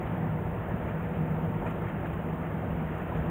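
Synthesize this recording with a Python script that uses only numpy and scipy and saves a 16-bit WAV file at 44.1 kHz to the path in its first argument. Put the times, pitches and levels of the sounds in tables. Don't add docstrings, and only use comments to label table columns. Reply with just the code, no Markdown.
import sys
import numpy as np
from scipy import signal
from scipy.fft import rfft, irfft, next_fast_len
from scipy.io import wavfile
from scipy.ndimage import uniform_filter1d, map_coordinates

SR = 44100
rng = np.random.default_rng(int(sys.argv[2]) if len(sys.argv) > 2 else 0)


def dump(signal):
    limited = np.clip(np.atleast_2d(signal).T, -1, 1)
    pcm = np.round(limited * 32767).astype(np.int16)
    wavfile.write(sys.argv[1], SR, pcm)


N = 145530
TIME_S = np.arange(N) / SR
BUBBLE_RISE = 0.093

# freq_hz, relative_db
ROAR_SPECTRUM = [(160, -33), (280, -4.5), (334, 2.5), (404, -2), (482, -2), (523, -4), (569, -2.5),
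                 (650, -2), (692, -5), (737, -2), (831, -7), (895, -4), (1100, -15.5), (1430, -42.5),
                 (2420, -120)]
# freq_hz, relative_db
SPRAY_SPECTRUM = [(620, -29.5), (1050, -1.5), (1390, -1.5), (1520, -4.5), (1760, -4.5), (2730, -14.5),
                  (3200, -21), (3680, -30.5), (4110, -43), (4500, -76.5), (5850, -100.5), (9900, -120)]


def amp(db):
    return 10 ** (np.asarray(db) / 20)


def unit(x):
    return x / np.sqrt(np.mean(x ** 2) + 1e-20)


def curves(rows):
    time_s, *columns = np.transpose(rows)
    return [np.interp(TIME_S, time_s, column) for column in columns]


def wobble(rate_hz):
    knots = rng.standard_normal(int(N * rate_hz / SR) + 4)
    return map_coordinates(knots, [np.arange(N) * rate_hz / SR])


def drifting_phase(hz, drift, rate_hz):
    return 2 * np.pi * np.cumsum(hz * (1 + drift * wobble(rate_hz))) / SR


def filtered(x, response):
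    size = next_fast_len(N + 8192)
    return irfft(rfft(x, size) * response(np.fft.rfftfreq(size, 1 / SR)), size)[..., :N]


def coloured(x, spectrum):
    freq_hz, db = np.transpose(spectrum)
    log_freq = np.log(freq_hz + 1)
    return unit(filtered(x, lambda hz: amp(np.interp(np.log(hz + 1), log_freq, db, -120, -120))))


def rush(spectrum, patchy_db):
    bins = signal.stft(rng.standard_normal(N), nperseg=512)[2]
    patches = uniform_filter1d(rng.standard_normal(bins.shape), size=6, axis=0)
    patches = unit(uniform_filter1d(patches, size=10, axis=1))
    noise = signal.istft(bins * amp(patchy_db * patches), nperseg=512)[1][:N]
    return coloured(noise, spectrum)


def burst(t, fall_15db_s, attack_s):
    return amp(-15 * (t / fall_15db_s) ** 2) * (1 - np.exp(-t / attack_s))


def diesels():
    # time_s, upper_db, low_db, middle_db
    band_levels = [(0, -38.5, -38.5, -44), (.2, -32.5, -44.5, -36.5), (.5, -36, -39.5, -39.5),
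                   (.7, -36, -42, -37.5), (.95, -33.5, -44, -41.5), (1.3, -33.5, -42, -40),
                   (1.7, -34.5, -41.5, -42.5), (2, -36, -42, -38.5), (2.3, -36, -42.5, -46),
                   (2.6, -34, -43, -39.5), (2.85, -34, -39, -46.5), (3.0, -38.5, -40.5, -39.5),
                   (3.3, -33, -38.5, -42)]
    # cycle_multiple, relative_db
    orders = [(6, -14), (8.36, -9.5), (9.5, -11), (11, -14.5), (12.3, -7.5), (13.5, -6), (14.3, -5),
              (21.6, -8.5), (22, -6.5), (24, -5), (25.9, -11.5), (29.5, -11), (32.2, -10), (43.2, -20),
              (60.85, -10.5), (62.6, -16.5), (73, -20.5), (84, -22), (93, -26), (114.6, -18.5)]
    # freq_hz, relative_db
    rumble_spectrum = [(12, -49.5), (22, -25.5), (45, -8.5), (54, -15), (64, -1.5), (90, -4), (112, -9),
                       (124, -8), (140, -12), (160, -27)]
    # freq_hz, relative_db
    exhaust_spectrum = [(120, -31), (143, -12), (156, -2.5), (172, -5.5), (205, -5), (221, -12),
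                        (232, -8.5), (255, -9.5), (276, -17), (300, -32.5), (380, -48.5)]
    tones_db, fade_db, quiver_rad = -37.8, 1.6, 0.35
    beat_hz, in_step_s = 8.1, 1.46
    low_top_hz, middle_top_hz = 92, 135
    upper_db, low_db, middle_db = curves(band_levels)

    cycle = drifting_phase(hz=7.86, drift=0.00302, rate_hz=2.503)
    tones = np.zeros(N)
    for order, db in orders:
        gain = amp(db + fade_db * wobble(4.44))
        tones += gain * np.sin(order * cycle + quiver_rad * wobble(4.28) + rng.uniform(0, 2 * np.pi))
    beat = 2 * np.pi * beat_hz * (TIME_S - in_step_s)
    note_phase = 20 * cycle + quiver_rad * wobble(4.96)
    first_engine = amp(2 + fade_db * wobble(3)) * np.sin(note_phase)
    second_engine = amp(-3.5) * np.sin(note_phase + beat)
    exhaust = amp(-4) * (1 + 0.12 * np.cos(beat)) * rush(exhaust_spectrum, patchy_db=1)
    upper_tones = first_engine + second_engine + filtered(tones, lambda hz: hz >= middle_top_hz)
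    upper = amp(tones_db - upper_db.mean()) * upper_tones + exhaust

    bass_tones = filtered(tones, lambda hz: hz < middle_top_hz)
    bass = amp(tones_db - low_db.mean()) * bass_tones + rush(rumble_spectrum, patchy_db=2)
    low = filtered(bass, lambda hz: 1 / (1 + (hz / low_top_hz) ** 20))
    return amp(upper_db) * upper + amp(low_db) * low + amp(middle_db) * (bass - low)


def wash():
    # time_s, roar_db, hiss_db
    levels = [(0, -38.5, -46.5), (.5, -38.5, -47.5), (1, -40, -46.5), (1.58, -39, -47), (1.67, -42, -46.5),
              (1.8, -39, -46), (2.2, -39, -47), (2.6, -39.5, -47), (3, -39.5, -45.5), (3.3, -39, -44.5)]
    roar_db, hiss_db = curves(levels)
    waver_db = 0.067 * wobble(22)
    roar = amp(roar_db + waver_db) * rush(ROAR_SPECTRUM, patchy_db=0.7)
    hiss = amp(hiss_db + waver_db + 0.14 * wobble(30)) * rush(SPRAY_SPECTRUM, patchy_db=1.2)
    return roar + hiss


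def plips():
    # start_s, pitch_hz, level_db, fall_15db_s
    bubbles = [(.663, 1470, -41, 0.014), (.684, 1670, -46, 0.015), (.705, 1720, -44.5, 0.028),
               (.885, 2270, -45.5, 0.017), (1.626, 580, -35, 0.014), (1.628, 770, -37, 0.011),
               (1.649, 902, -31.5, 0.019), (1.662, 1750, -39.5, 0.013), (1.665, 2300, -35, 0.007),
               (3.12, 945, -31.5, 0.016)]
    out, t = np.zeros(N + SR), np.arange(SR // 8) / SR
    for start_s, pitch_hz, level_db, fall_s in bubbles:
        ring = np.sin(2 * np.pi * pitch_hz * (t + BUBBLE_RISE * t * t / fall_s / 2))
        out[round(start_s * SR):][:len(t)] += amp(level_db) * burst(t, fall_s, attack_s=0.0016) * ring
    return out[:N]


def ticks():
    # start_s, centre_hz, level_db, fall_15db_s
    events = [(.446, 7100, -76, 0.011), (1.662, 7200, -73, .015), (1.709, 6900, -68, .01),
              (1.728, 7050, -77, .008), (2.934, 5000, -84, .02), (2.977, 6440, -76, .007),
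              (3.18, 6650, -68, .008), (3.18, 5050, -84, .007)]
    out, t = np.zeros(N + SR), np.arange(SR // 8) / SR
    for start_s, centre_hz, level_db, fall_s in events:
        band = signal.butter(2, [0.94 * centre_hz, 1.06 * centre_hz], "band", fs=SR, output="sos")
        noise = unit(signal.sosfilt(band, rng.standard_normal(len(t))))
        out[round(start_s * SR):][:len(t)] += amp(level_db) * burst(t, fall_s, attack_s=0.00096) * noise
    return out[:N]


def splashes():
    # centre_s, half_width_s, roar_db, spray_db, mist_db
    slaps = [(0.07, 0.016, -54, -46, -85), (0.696, 0.012, -52, -55, -82), (0.896, 0.017, -57, -51, -80),
             (1.637, 0.034, -36, -63, -79), (1.676, 0.017, -46, -43, -71), (1.708, .012, -46, -45, -74),
             (1.894, 0.014, -54, -45, -78), (2.061, 0.016, -61, -44.5, -78), (2.137, 0.0049, -56, -41, -69),
             (2.984, 0.0053, -52, -55, -70), (3.175, 0.0032, -63, -44, -73)]
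    # freq_hz, relative_db
    mist_spectrum = [(5900, -28.5), (6300, -2), (7200, -0.5), (8500, -4.5), (11000, -4), (14000, -5),
                     (15700, -6.5)]
    centre_s, half_width_s, *levels_db = np.transpose(slaps)
    envelopes = np.exp(-((TIME_S - centre_s[:, None]) / half_width_s[:, None]) ** 2)
    return sum(amp(db) @ envelopes * coloured(rng.standard_normal(N), spectrum)
               for db, spectrum in zip(levels_db, (ROAR_SPECTRUM, SPRAY_SPECTRUM, mist_spectrum)))


def gurgle():
    count, median_hz, life_cycles = 260, 1099.3, 13.3
    base_db, scatter_db, tilt_db_per_octave = -53, 1.2, -5.7
    start_draw, pitch_draw, level_draw = np.hsplit(rng.uniform(0.0011, 1, (count, 3)), 3)
    pitch_hz = np.clip(median_hz * (pitch_draw / (1.001 - pitch_draw)) ** (0.6 / 1.7), 300, 2500)
    octaves_above = np.maximum(np.log2(pitch_hz / median_hz), 0)
    level_db = base_db - scatter_db * np.log(level_draw) + tilt_db_per_octave * octaves_above
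    samples = np.arange(SR // 16)
    cycles = pitch_hz * samples / SR
    age = cycles / life_cycles
    envelope = 2 * age * np.exp(1 - 2 * age)
    rings = amp(level_db) * envelope * np.sin(2 * np.pi * cycles * (1 + BUBBLE_RISE * age / 4))
    positions = (start_draw * N).astype(int) + samples
    return np.bincount(positions.ravel(), rings.ravel(), N + SR)[:N]


def housing(x, cutoff_hz=2610):
    return filtered(x, lambda hz: 1 / (1 + (hz / cutoff_hz) ** 10))


def electronic_buzz():
    # freq_hz, relative_db
    spectrum = [(8000, -21.5), (9000, -7), (10200, -9.5), (11000, -18), (12800, -17.5), (13700, -6.5),
                (14600, -1.5), (15150, 7), (15330, 2.5), (15750, 0.5)]
    pattern_db = [-5, 1.5, -5]
    pitch_hz, base_db = 59.894, -87
    phase = drifting_phase(pitch_hz, drift=0.00025, rate_hz=5)
    freq_hz, relative_db = np.transpose(spectrum)
    out = np.zeros(N)
    for k in range(135, 263):
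        level_db = base_db + pattern_db[k % 3] + np.interp(k * pitch_hz, freq_hz, relative_db)
        out += amp(level_db) * np.sin(k * phase + rng.uniform(0, 2 * np.pi))
    return out


def electronic_hiss():
    # freq_hz, relative_db
    spectrum = [(4450, -46), (4690, -33), (4820, -18.5), (5030, -22), (5400, -28.5), (5650, -55),
                (5800, -44), (5900, -26), (6140, -20.5), (6410, -13.5), (6790, -11.5), (7710, -16),
                (9580, -11), (10900, -15), (12700, -16), (13600, -11), (14500, -5), (14850, 1),
                (14970, 5.5), (15060, -4.5), (15130, -0.5), (15220, -4), (15800, -4.5)]
    flicker_hz, flicker_depth = 64.4, 0.16
    flicker = 1 + flicker_depth * np.sin(2 * np.pi * flicker_hz * TIME_S)
    return amp(-69 + 1.2 * wobble(130)) * flicker * rush(spectrum, patchy_db=1)


def faint_stereo_noise():
    # freq_hz, relative_db
    hiss_spectrum = [(11500, -22), (13000, -6.5), (15000, 0), (15750, 6)]
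    # freq_hz, relative_db
    rumble_spectrum = [(15, -29.5), (25, 1), (215, -3.5), (500, -34), (11000, -46), (14000, -79.5)]
    noise = amp(-83.5) * coloured(rng.standard_normal(N), hiss_spectrum)
    noise += amp(-74.5) * rush(rumble_spectrum, patchy_db=9.5)
    return np.array([noise, -noise])


def scene():
    dull_gurgle = housing(gurgle())
    ferry = diesels() + wash()
    ripples = plips() + ticks() + splashes() + dull_gurgle
    return ferry + ripples + electronic_buzz() + electronic_hiss() + faint_stereo_noise()


def record(dry):
    top_hz = 15750
    return filtered(dry, lambda hz: hz < top_hz)


dry = scene()
out = record(dry)
dump(out)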